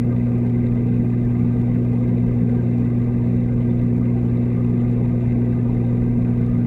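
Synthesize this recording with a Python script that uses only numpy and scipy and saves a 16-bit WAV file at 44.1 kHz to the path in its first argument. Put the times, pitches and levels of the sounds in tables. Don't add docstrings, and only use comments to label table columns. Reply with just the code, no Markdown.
import sys
import numpy as np
from scipy import signal
from scipy.fft import rfft, irfft
from scipy.io import wavfile

SR = 44100
rng = np.random.default_rng(int(sys.argv[2]) if len(sys.argv) > 2 else 0)


def int16_out(signal):
    q = np.round(np.clip(np.atleast_2d(signal).T, -1, 1) * 32767)
    wavfile.write(sys.argv[1], SR, q.astype(np.int16))


N = 293706

MAINS_HZ = 60.024
WALL_HZ = 270
WAVER_DB, WAVER_HZ = 0.113, 4.7
RUMBLE_DB, FLOW_DB, HISS_DB = -26, -45, -68
GRAINS_PER_S, RATTLES_PER_S = 2500, 150
TALL_CREST = .345
TICK_LAG_S, FAINT_TICK_DB = .0006, -41
CUTOFF_HZ = 15300


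def from_db(db):
    return 10 ** (np.asarray(db) / 20)


def rms_one(x):
    return x / np.sqrt(np.mean(x ** 2) + 1e-20)


def drift(rate_hz):
    pole = np.exp(-2 * np.pi * rate_hz / SR)
    noise = rng.standard_normal(N + SR)
    wander = signal.lfilter([1], [1, -2 * pole, pole * pole], noise)
    return rms_one(wander[SR:])


def resonate(x, hz, width):
    r = np.exp(-np.pi * width * 1.5 / SR)
    b = [(1 - r * r) / 2, 0, (r * r - 1) / 2]
    a = [1, -2 * r * np.cos(2 * np.pi * hz / SR), r * r]
    once = signal.lfilter(b, a, x)
    return signal.lfilter(b, a, once)


def hum():
    # (multiple of the mains [1], level [dB rms])
    motor_orders = [(1, -38), (2, -20.5), (3, -29.5), (4, -22.5), (5, -55.5), (6, -39), (7, -53), (9, -61),
                    (10, -57.5), (12, -54.5), (16, -71.5), (17, -72.5)]
    t = np.arange(N) / SR - .0003
    total = np.zeros(N)
    for order, db in motor_orders:
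        hz = order * MAINS_HZ
        side = np.sign(WALL_HZ - hz)
        level = np.sqrt(2) * from_db(db + WAVER_DB * order * drift(WAVER_HZ))
        total += side * level * np.cos(2 * np.pi * hz * t)
    return total


def rumble():
    # (frequency [Hz], width [Hz], relative level [dB])
    tank_modes = [(28, 3.1, -9.5), (36.5, 4.8, 1), (46, 13, -5.5), (65.8, 15, -7), (86.5, 11, -2.5),
                  (106, 10, -3), (145, 17, -3), (175.6, 30, 0), (227, 22, -2.5), (263, 32, -9),
                  (288, 21, -8), (353.2, 50, -9), (410.4, 46, -15.5), (454.2, 45, -11.5), (513, 46, -14.5)]
    total = np.zeros(N)
    for hz, width, db in tank_modes:
        swell = from_db(db + 1.0 * drift(1.5))
        ringing = resonate(rng.standard_normal(N + SR), hz, width)[SR:]
        total += swell * ringing
    return from_db(RUMBLE_DB) * rms_one(total)


def grains(chance, uneven_db):
    boost_db = uneven_db * np.minimum(rng.exponential(1, N), 4)
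    sizes = from_db(boost_db) * rng.choice([-1, 1], N)
    return rms_one(sizes * (rng.random(N) < chance))


def impeller_rattle():
    t = np.arange(N) / SR
    kicks = 1 + .5 * np.cos(4 * np.pi * MAINS_HZ * t)
    return grains(RATTLES_PER_S / SR * kicks, uneven_db=2.5)


def flow():
    # (frequency [Hz], width [Hz], relative level [dB])
    housing_modes = [(649, 56, -0.5), (773, 45, -2.5), (845, 80, -11.5), (944, 65, -7.5), (1070, 57, -10),
                     (1197, 70, -8), (1483, 140, -16), (1582, 40, -11), (1765, 92, -16), (1961, 62, -13.5),
                     (2055, 120, -9.5), (2300, 160, -17), (2440, 170, -17.5), (2638, 82, -18),
                     (2970, 290, -28.5), (3300, 260, -34.5), (3580, 170, -28.5), (3737, 200, -29),
                     (7100, 400, -40.5), (10100, 440, -46.5)]
    rattle = impeller_rattle()
    gusts_db = 0.44 * drift(10)
    total = np.zeros(N)
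    for hz, width, db in housing_modes:
        flicker = from_db(gusts_db + 3.2 * drift(20))
        dense = grains(GRAINS_PER_S / SR, uneven_db=2.5) * flicker
        tilt_db = 6.4 * np.log2(min(hz, 3800) / 2000)
        rattle_db = -4 + tilt_db + 3.8 * drift(37)
        drive = rms_one(dense + rattle * from_db(rattle_db))
        total += from_db(db) * resonate(drive, hz, width)
    return from_db(FLOW_DB) * rms_one(total)


def hiss():
    # (frequency [Hz], relative level [dB])
    hiss_colour = [(2000, -0.5), (4300, -1.5), (6300, -3.5), (8000, -5), (11000, -6), (15300, -11)]
    hz = np.arange(N // 2 + 1) * SR / N + 1
    corner_hz, level_db = np.transpose(hiss_colour)
    colour = from_db(np.interp(np.log(hz), np.log(corner_hz), level_db, left=-60))
    noise = irfft(rfft(rng.standard_normal(N)) * colour, N)
    return from_db(HISS_DB + 0.43 * drift(28)) * rms_one(noise)


def ticks(lows):
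    # (time [s], peak level [dB])
    clear_ticks = [(.3839, -36), (.4671, -37), (1.2505, -38), (1.6169, -37), (1.8502, -39), (1.9338, -38),
                   (1.9837, -39), (2.0831, -37.5), (2.2665, -37), (2.7832, -35), (2.85, -38), (3.8161, -39),
                   (3.9829, -37), (4.9154, -38), (4.9321, -38), (6.4647, -37.5), (6.4982, -39)]
    steps = np.zeros(N + SR)
    crests, _ = signal.find_peaks(lows, height=TALL_CREST, distance=SR / MAINS_HZ / 2)
    steps[crests + int(TICK_LAG_S * SR)] = -from_db(FAINT_TICK_DB)
    time_s, peak_db = np.transpose(clear_ticks)
    steps[(time_s * SR).astype(int)] = -from_db(peak_db)
    return signal.lfilter([1], [1, -np.exp(-1 / (.0003 * SR))], steps[:N])


def scene():
    lows = hum() + rumble()
    return (lows + flow() + hiss() + ticks(lows))[None]


def record(dry):
    bass_cut = signal.butter(3, 24, "high", fs=SR, output="sos")
    top_cut = signal.ellip(12, .3, 60, CUTOFF_HZ, fs=SR, output="sos")
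    return signal.sosfilt(top_cut, signal.sosfilt(bass_cut, dry))


dry = scene()
out = record(dry)
int16_out(out)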